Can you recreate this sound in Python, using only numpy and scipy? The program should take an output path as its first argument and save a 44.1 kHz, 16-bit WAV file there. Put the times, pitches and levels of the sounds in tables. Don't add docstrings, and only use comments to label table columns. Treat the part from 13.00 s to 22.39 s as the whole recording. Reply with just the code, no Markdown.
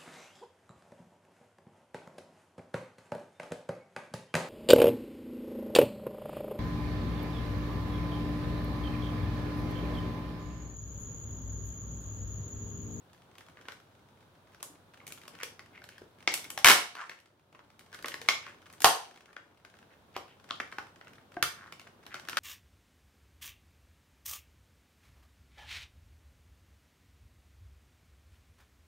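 import sys
import numpy as np
from scipy import signal
from scipy.io import wavfile
from scipy.ndimage import uniform_filter1d

SR = 44100
rng = np.random.default_rng(int(sys.argv[2]) if len(sys.argv) > 2 else 0)


def put_to_file(sound):
    columns = np.atleast_2d(sound).T
    safe = np.clip(columns, -1, 1)
    whole_steps = np.round(safe * 32767)
    wavfile.write(sys.argv[1], SR, whole_steps.astype(np.int16))


N = 414099

EDGES_HZ = 25 * 2 ** (np.arange(15) * 2 / 3)

# [t/s, 800-2500 Hz level over 5 ms before trim/dB, facet pitch f/Hz,
# fizz above 6 kHz relative to that level/dB]
SNAPS = [(0.3821, -54.5, 2590, -2), (0.4073, -52.5, 1670, -14), (0.5707, -52.5, 1510, -37),
         (0.6537, -54, 1560, -26), (0.6841, -40, 1520, -16), (0.7197, -49, 1660, -8),
         (1.546, -56, 1580, -11), (1.6276, -46, 1170, 9.5), (2.0017, -53.5, 2270, -41),
         (2.0135, -57, 1060, -32), (2.067, -52.5, 2260, 6), (2.077, -53.5, 2250, 9), (2.122, -49, 2300, 6),
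         (2.215, -57, 2470, -7), (2.279, -49, 1150, -1.5), (2.3872, -54, 2210, -11),
         (2.4012, -53, 1680, -8), (2.432, -37, 2440, -3), (2.593, -46, 2000, -15.5),
         (2.776, -50.5, 2100, -31), (2.8182, -51.5, 1580, -23), (2.84, -51.5, 1600, -5),
         (2.8891, -50.5, 1590, -5.5), (2.9805, -51.5, 1600, -10), (3.275, -21, 2160, -23),
         (3.318, -47.5, 2310, 2), (3.3393, -33.5, 2340, 6.5), (3.3754, -46.5, 2450, 3.5),
         (3.4425, -49, 2300, 1), (3.4493, -46, 2180, -19.5), (3.5027, -46, 2590, 9),
         (3.5759, -34.5, 1570, -6.5), (3.5879, -44.5, 2450, 1), (3.645, 5.5, 2260, -4.5),
         (3.9516, -31.5, 1170, -13), (3.9682, -33.5, 1290, -19), (4.0949, -30.5, 1800, -14),
         (4.1143, -40, 1790, -24), (4.548, -48.5, 1089, -34), (4.5912, -47.5, 1370, -28),
         (4.7933, -61.5, 1990, 6), (4.928, -48, 1670, -11.5), (4.9448, -47, 1694, -3.5),
         (5.025, -53, 1570, 1), (5.0442, -33.5, 1390, -40), (5.058, -40.5, 1260, -4),
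         (5.0825, -40.5, 1510, -0.5), (5.1178, -43, 2140, -21), (5.1409, -35.5, 1750, -13),
         (5.215, -45, 2160, -4), (5.2866, -16.5, 2098, -16.5), (5.4652, -43.5, 1134, -22),
         (5.7266, -64, 1650, 10), (5.804, -48.5, 825, 6.5), (5.8192, -40.5, 1840, 8.5),
         (5.8442, 2.5, 940, -4.5), (5.855, -10, 840, -7), (6.3651, -33.5, 1446, -31),
         (6.6491, -47, 1606, -16), (6.7399, -55, 1550, -26), (6.827, -57.5, 1553, -23),
         (7.1642, -36.5, 812, -13), (7.5001, -48, 1440, -20), (7.5077, -34.5, 1240, -42),
         (7.6005, -32, 1180, -25), (7.7256, -45, 1130, -19), (7.7839, -34, 1390, -23.5),
         (8.0116, -48.5, 1690, -28), (8.0709, -51.5, 1570, -32), (8.182, -54.5, 1493, -37),
         (8.367, -46, 820, -30), (8.4258, -21.5, 1370, -4.5), (8.7231, -45, 2320, -9.5),
         (8.7958, -50.5, 2170, -7.5), (8.8693, -52.5, 1560, -28), (9.0648, -49, 1520, -6.5),
         (9.1423, -37.5, 1410, -13), (9.1967, -48.5, 1590, -8), (9.286, -36, 1520, -9.5),
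         (9.2956, -43, 1400, 0), (9.3299, -38.5, 1470, -20), (9.37, -24.5, 1480, -11.5)]
# [low f/Hz, high f/Hz, filter order]
SNAP_BANDS = [(250, 800, 2), (800, 2500, 2), (2500, 6000, 3), (6000, 14000, 3)]
# [f/Hz, correlation]
DIRECT_LIKENESS = [(200, 1), (700, 0.67), (1500, 0.74), (3000, 0.68), (6000, 0.15), (12000, 0.085)]


def snaps(buckles, rise_s=.0005, burst_s=.0028, damping_slope=0.056, kick=3.0, lead_s=.0002, trim_db=-0.69,
          facet_width_hz=320, facet_db=7, facet_fade=0.088, flutter_db=-8.5, flutter_t60=0.073):
    s, level, pitch, fizz = np.transpose(buckles)
    body, crack = body_and_crack(level, pitch, fizz)
    t = np.arange(SR // 20) / SR
    first_5_ms = t < .005
    facet = from_db(facet_db - facet_fade * (level - np.median(level)))
    sounds = 0
    for (low, high, order), colour in zip(SNAP_BANDS, (body, 0, crack, fizz)):
        hz = np.sqrt(low * high)
        modes = rng.standard_normal((len(s), 2, len(t))).swapaxes(0, 1)
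        attack = 1 - np.exp(-t / rise_s)
        burst = np.exp(-(t / (burst_s * (1400 / hz) ** damping_slope)) ** 2)
        flutter = from_db(flutter_db - 60 * t / flutter_t60)
        shake = modes * attack * (burst + flutter)
        shake[0, :, round(rise_s * SR)] += kick
        ring = stereo(band(shake, low, high, order=order), at_hz(DIRECT_LIKENESS, hz))
        for k in np.flatnonzero((pitch > low) & (pitch < high)):
            ring[:, k] += facet[k] * resonance(ring[:, k], pitch[k], facet_width_hz)
        onset_rms = np.sqrt(np.mean(ring[..., first_5_ms] ** 2, axis=(0, 2)))
        strength = from_db(level + colour + trim_db) / onset_rms
        sounds = sounds + ring * strength[:, None]
    out = np.zeros((2, N))
    for k, start in enumerate(s):
        add(out, sounds[:, k], start - lead_s)
    return out


LIGHT_DB, HARD_DB = -32, -25
LIGHT_BODY_DB, HARD_BODY_DB = -10.5, -15.5
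BODY_DB_PER_OCTAVE = 7
LIGHT_CRACK_DB, HARD_CRACK_DB = 1.5, -4
CRACK_FOLLOWS = 0.61


def body_and_crack(level, pitch, fizz):
    hard = np.clip((level - LIGHT_DB) / (HARD_DB - LIGHT_DB), 0, 1)
    octaves = np.log2(pitch / np.median(pitch))
    body = (1 - hard) * LIGHT_BODY_DB + hard * HARD_BODY_DB - BODY_DB_PER_OCTAVE * octaves
    light_crack = LIGHT_CRACK_DB + CRACK_FOLLOWS * np.minimum(fizz, 0)
    crack = (1 - hard) * light_crack + hard * HARD_CRACK_DB
    return body, crack


FACET_LOW_HZ, FACET_HIGH_HZ = 1000, 2430
SEAM_START_S, SEAM_END_S, WELD_JITTER_S = 3.658, 3.716, .0015
WELD_DB, WELD_SPREAD_DB, WELD_FIZZ_DB = .5, 4, -5.5


def seam(count=8):
    late, size = rng.standard_normal((count, 2)).T
    s = np.linspace(SEAM_START_S, SEAM_END_S, count) + WELD_JITTER_S * late
    pitch = rng.permutation(np.geomspace(FACET_LOW_HZ, FACET_HIGH_HZ, count))
    return np.column_stack([s, WELD_DB + WELD_SPREAD_DB * size, pitch, np.full(count, WELD_FIZZ_DB)])


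# [f/Hz, level relative to the snap before trim/dB, t60/s]
AFTERTONES = [(480.3, -24, 0.32), (713, -16.5, 0.36), (799, -15.5, 0.26), (847, -15, 0.14),
              (944, -14, 0.11), (1026, -11.5, 0.18), (1084, -13, 0.14), (1185, -12, 0.14),
              (1486, -18, 0.14), (1660, -18, .15)]
BURST_DB = -12


def aftertones(trim_db=-2.0, spread_db=1.4, rise_s=0.00059):
    out, t = np.zeros((2, N)), np.arange(SR // 3) / SR
    hz, db, t60 = np.transpose(AFTERTONES)[..., None]
    attack = 1 - np.exp(-t / rise_s)
    tones = from_db(db - 60 * t / t60) * np.sin(2 * np.pi * hz * t) * attack
    for s, level, *_ in SNAPS:
        if level > BURST_DB:
            strengths = from_db(spread_db * rng.standard_normal(len(tones)))
            add(out, from_db(level + trim_db) * (strengths @ tones), s)
    return out


# [t/s, f/Hz, peak level/dB, t60/s]
POPS_AND_THUDS = [(1.70, 295, -49.5, .09), (2.432, 483, -34.5, 0.027), (3.018, 400, -34.5, 0.016),
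                  (3.276, 330, -30, 0.036), (3.576, 786, -30, 0.033), (5.045, 476, -44, .04),
                  (5.215, 470, -43, 0.072), (5.845, 776, -6.5, 0.07), (7.164, 378, -38, 0.051),
                  (7.164, 789, -35.5, .04), (7.785, 800, -36.5, 0.046), (8.369, 333, -34, 0.059),
                  (8.369, 715, -32, 0.12), (8.369, 1573, -30.5, 0.028)]


def pops_and_thuds(rise_s=0.00027):
    out, t = np.zeros((2, N)), np.arange(SR // 4) / SR
    attack = 1 - np.exp(-t / rise_s)
    for s, hz, db, t60 in POPS_AND_THUDS:
        note = np.sin(2 * np.pi * hz * t)
        add(out, attack * from_db(db - 60 * t / t60) * note, s)
    return out


# [t/s, level/dB, centre f/Hz, t60/s]
PUFFS = [(3.647, -25.5, 111.3, 0.33), (5.845, -23.5, 106.2, 0.11), (8.426, -37.5, 85, 0.054)]


def puffs():
    out, t = np.zeros((2, N)), np.arange(SR // 2) / SR
    for s, db, hz, t60 in PUFFS:
        air = rms_one(band(rng.standard_normal(len(t)), hz / 1.8, hz * 2.0))
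        add(out, from_db(db - 60 * t / t60) * air, s)
    return out


TICK_DB, TICK_SPREAD_DB, TICK_FIZZ_DB, TICK_FIZZ_SPREAD_DB = -60.5, 2.5, -11.5, 6.5


def ticks(effort, count=10):
    when, facet = rng.random((count, 2)).T
    size, sharpness = rng.standard_normal((count, 2)).T
    strain = np.cumsum(np.minimum(effort, 1) ** 2)
    share = (np.arange(count) + when) / count
    s = np.searchsorted(strain / strain[-1], share) / SR
    pitch = FACET_LOW_HZ * (FACET_HIGH_HZ / FACET_LOW_HZ) ** facet
    fizz = TICK_FIZZ_DB + TICK_FIZZ_SPREAD_DB * sharpness
    return np.column_stack([s, TICK_DB + TICK_SPREAD_DB * size, pitch, fizz])


# [middle t/s, length at half swell/s, level before trim/dB, centre f/Hz]
RUBS_AND_BURSTS = [(0.587, 0.031, -64, 1490), (0.705, 0.033, -60, 1450), (2.35, .04, -64.5, 2000),
                   (2.42, 0.033, -48.5, 1610), (2.764, 0.047, -59, 1900), (2.94, .08, -67, 2160),
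                   (3.692, 0.0085, -5, 2170), (3.715, .02, -9, 1170), (4.007, .07, -33, 1320),
                   (4.126, .03, -44, 1780), (4.947, 0.029, -52, 1490), (5.481, 0.075, -53.5, 1863),
                   (5.852, .004, -4, 1050), (6.301, 0.058, -59, 1400), (6.926, 0.039, -66.5, 1877),
                   (7.166, 0.025, -51, 1990), (7.307, .06, -67.5, 2300), (7.509, .003, -32.5, 3134),
                   (7.605, 0.0046, -35.5, 1836), (7.729, .01, -46, 1720), (8.63, 0.12, -56.5, 1396),
                   (9.145, 0.061, -51.5, 1740)]


def rubs_and_bursts(width=1.37, hiss_db=-13.5, trim_db=0.5):
    out, grain = np.zeros((2, N)), slips(per_s=650, spread_db=3.0, t60=0.003)
    for s, length, db, hz in RUBS_AND_BURSTS:
        count = round(2 * length * SR)
        grains = rng.standard_normal((2, count)) * grain[round(s * SR):][:count]
        tone = rms_one(band(grains, hz / width, hz * width))
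        hiss = rms_one(band(grains, 600, 5500))
        sound = stereo(tone + from_db(hiss_db) * hiss, at_hz(DIRECT_LIKENESS, hz))
        add(out, from_db(db + trim_db) * sound * np.hanning(count), s - length)
    return out


# [f/Hz, level per Hz/dB]
CRINKLE = [(150, -12.5), (400, -11), (900, -1), (1600, 1.5), (3000, -6.5), (6000, -10.5), (15000, -24)]
# [f/Hz, level per Hz/dB]
FINGERS = [(60, -11.5), (130, -2.5), (300, -1), (600, -5.5), (1200, -11), (4000, -35)]


def handling(effort, crinkle_db=-69.0, fingers_db=-68.5, ticks_per_s=70):
    crackle = slips(ticks_per_s * np.sqrt(effort), spread_db=10.5, t60=0.028)
    crinkle = coloured(CRINKLE, DIRECT_LIKENESS, crackle)
    shuffle = slips(per_s=120, spread_db=5.0, t60=0.062)
    fingers = coloured(FINGERS, ROOM_LIKENESS, shuffle)
    return effort * (from_db(crinkle_db) * crinkle + from_db(fingers_db) * fingers)


def slips(per_s, spread_db, t60):
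    sizes = from_db(max(spread_db, 0) * np.minimum(rng.exponential(1, N), 2.5))
    born = rng.random(N) < per_s / SR
    power_decay = from_db(-120 / (t60 * SR))
    power = signal.lfilter([1], [1, -power_decay], (born * sizes) ** 2 + 1e-18)
    return np.sqrt(power)


GRIP_S, GRIP_LAG_S, GRIP_DB, REST_DB = 0.12, 0.015, -2, -7.5
GRIP_FOLLOWS = 0.13
SETTLE_S, SETTLE_DB, SETTLE_FOLLOWS = .55, 11, 0.68


def hand_effort():
    t = np.arange(0, N / SR, .005)
    s, level = np.transpose(SNAPS)[:2]
    since = t[:, None] - s
    grip_gain = from_db(GRIP_DB + GRIP_FOLLOWS * (level - np.median(level)))
    grips = grip_gain * np.exp(-((since - GRIP_LAG_S) / GRIP_S) ** 2 / 2)
    settle_gain = from_db(SETTLE_DB + SETTLE_FOLLOWS * level) * (level > HARD_DB)
    settling = settle_gain * (since > 0) * np.exp(-(since / SETTLE_S) ** 2)
    effort = np.sqrt(from_db(REST_DB) ** 2 + np.sum(grips ** 2 + settling ** 2, axis=1))
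    return np.interp(np.arange(N) / SR, t, effort)


# [f/Hz, width/Hz, level/dB]
SHELL = [(1070, 67, 1.5), (1530, 600, 2), (1820, 340, -1), (2145, 55, 2), (3020, 1100, 3.5),
         (4270, 350, 0.5)]


def shell(x):
    for hz, width_hz, db in SHELL:
        x = x + (from_db(db) - 1) * resonance(x, hz, width_hz)
    return x


# [f/Hz, t60/s]
ROOM_T60 = [(150, 0.2), (500, 0.37), (1400, 0.31), (3700, 0.36), (9000, 0.29), (15000, .23)]
# [f/Hz, level/dB]
ROOM_SEND = [(150, -5.5), (500, -3), (1400, -5.5), (3700, -5.5), (9000, -1.5), (15000, -6.5)]
# [f/Hz, correlation]
ROOM_LIKENESS = [(40, 0.22), (120, 0.92), (300, .92), (700, 0.54), (1500, 0.025), (3000, 0.01),
                 (6000, 0.055), (15000, 0)]


def room(x, gap_s=0.006, build_s=0.00099):
    t, response = np.arange(SR // 2) / SR, 0
    onset = 1 - np.exp(-np.maximum(t - gap_s, 0) / build_s)
    for low, high in zip(EDGES_HZ[2:], EDGES_HZ[3:]):
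        hz = np.sqrt(low * high)
        decay = from_db(-60 * t / at_hz(ROOM_T60, hz))
        echoes = band(rng.standard_normal((2, len(t))) * onset * decay, low, high)
        echoes = rms_one(stereo(echoes, at_hz(ROOM_LIKENESS, hz)))
        band_share = np.sqrt(2 * (high - low) / SR / len(t))
        response = response + from_db(at_hz(ROOM_SEND, hz)) * echoes * band_share
    return signal.fftconvolve(x, response, axes=1)[:, :N]


# [f/Hz, level per Hz/dB]
AMBIENCE = [(25, -22.5), (50, -23), (90, -8), (150, -10), (300, -14.5), (600, -15.5), (1200, -18),
            (2000, -30), (3300, -27), (5000, -35.5), (9000, -39), (15000, -40)]
AMBIENCE_DB, HUM_DB, HUM_HZ = -62.5, -73, 96.9


def ambience():
    hum = from_db(HUM_DB) * np.sqrt(2) * np.sin(2 * np.pi * HUM_HZ * np.arange(N) / SR)
    return from_db(AMBIENCE_DB) * coloured(AMBIENCE, ROOM_LIKENESS) + hum


def coloured(spectrum, likeness, envelope=1):
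    white, out = rng.standard_normal((2, 2, N)) * envelope, 0
    for k, (low, high) in enumerate(zip(EDGES_HZ, EDGES_HZ[1:])):
        hz = np.sqrt(low * high)
        pair = stereo(band(white[k % 2], low, high), at_hz(likeness, hz))
        out = out + from_db(at_hz(spectrum, hz)) * pair
    return rms_one(out)


def stereo(pair, likeness):
    c = np.clip(likeness, -.99, .99)
    mid, side = np.sqrt((1 + c) / 2) * pair[0], np.sqrt((1 - c) / 2) * pair[1]
    return np.array([mid + side, mid - side])


def resonance(x, hz, width_hz):
    return signal.lfilter(*signal.iirpeak(hz, hz / width_hz, fs=SR), x)


def band(x, low_hz, high_hz, order=2):
    edges = [low_hz, min(high_hz, SR / 2 - 1000)]
    return signal.sosfilt(signal.butter(order, edges, "band", fs=SR, output="sos"), x + 1e-18)


def from_db(db):
    return 10 ** (np.asarray(db) / 20)


def rms_one(x):
    return x / np.sqrt(np.mean(x ** 2) + 1e-20)


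def at_hz(points, hz):
    table = np.array(points)
    return np.interp(np.log(hz), np.log(table[:, 0]), table[:, 1])


def add(out, sound, s):
    i = max(round(s * SR), 0)
    out[:, i:i + sound.shape[-1]] += sound[..., :max(N - i, 0)]


def scene(pan_db=0.5):
    effort = hand_effort()
    buckles = np.vstack([SNAPS, seam(), ticks(effort)])
    surface = shell(snaps(buckles) + rubs_and_bursts() + handling(effort))
    pack = surface + aftertones() + pops_and_thuds() + puffs()
    left = pack[0] * from_db(pan_db)
    right = np.roll(pack[1], 2) * from_db(-pan_db)
    return np.array([left, right]) + room(pack) + ambience()


def limiter(x, threshold_db=-7.0, release_db_per_s=12.0):
    power = uniform_filter1d(np.mean(x ** 2, axis=0), size=SR // 200)
    over = np.maximum(10 * np.log10(np.abs(power) + 1e-12) - threshold_db, 0)
    ramp = release_db_per_s * np.arange(N) / SR
    return x * from_db(ramp - np.maximum.accumulate(over + ramp))


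CUTOFF_HZ = 15800


def record(dry, top=0.77, low_cut_hz=32):
    rounded = top * np.tanh(limiter(dry) / top)
    lean = signal.sosfilt(signal.butter(2, low_cut_hz, "high", fs=SR, output="sos"), rounded)
    return signal.sosfilt(signal.cheby1(12, .2, CUTOFF_HZ, fs=SR, output="sos"), lean)


dry = scene()
out = record(dry)
put_to_file(out)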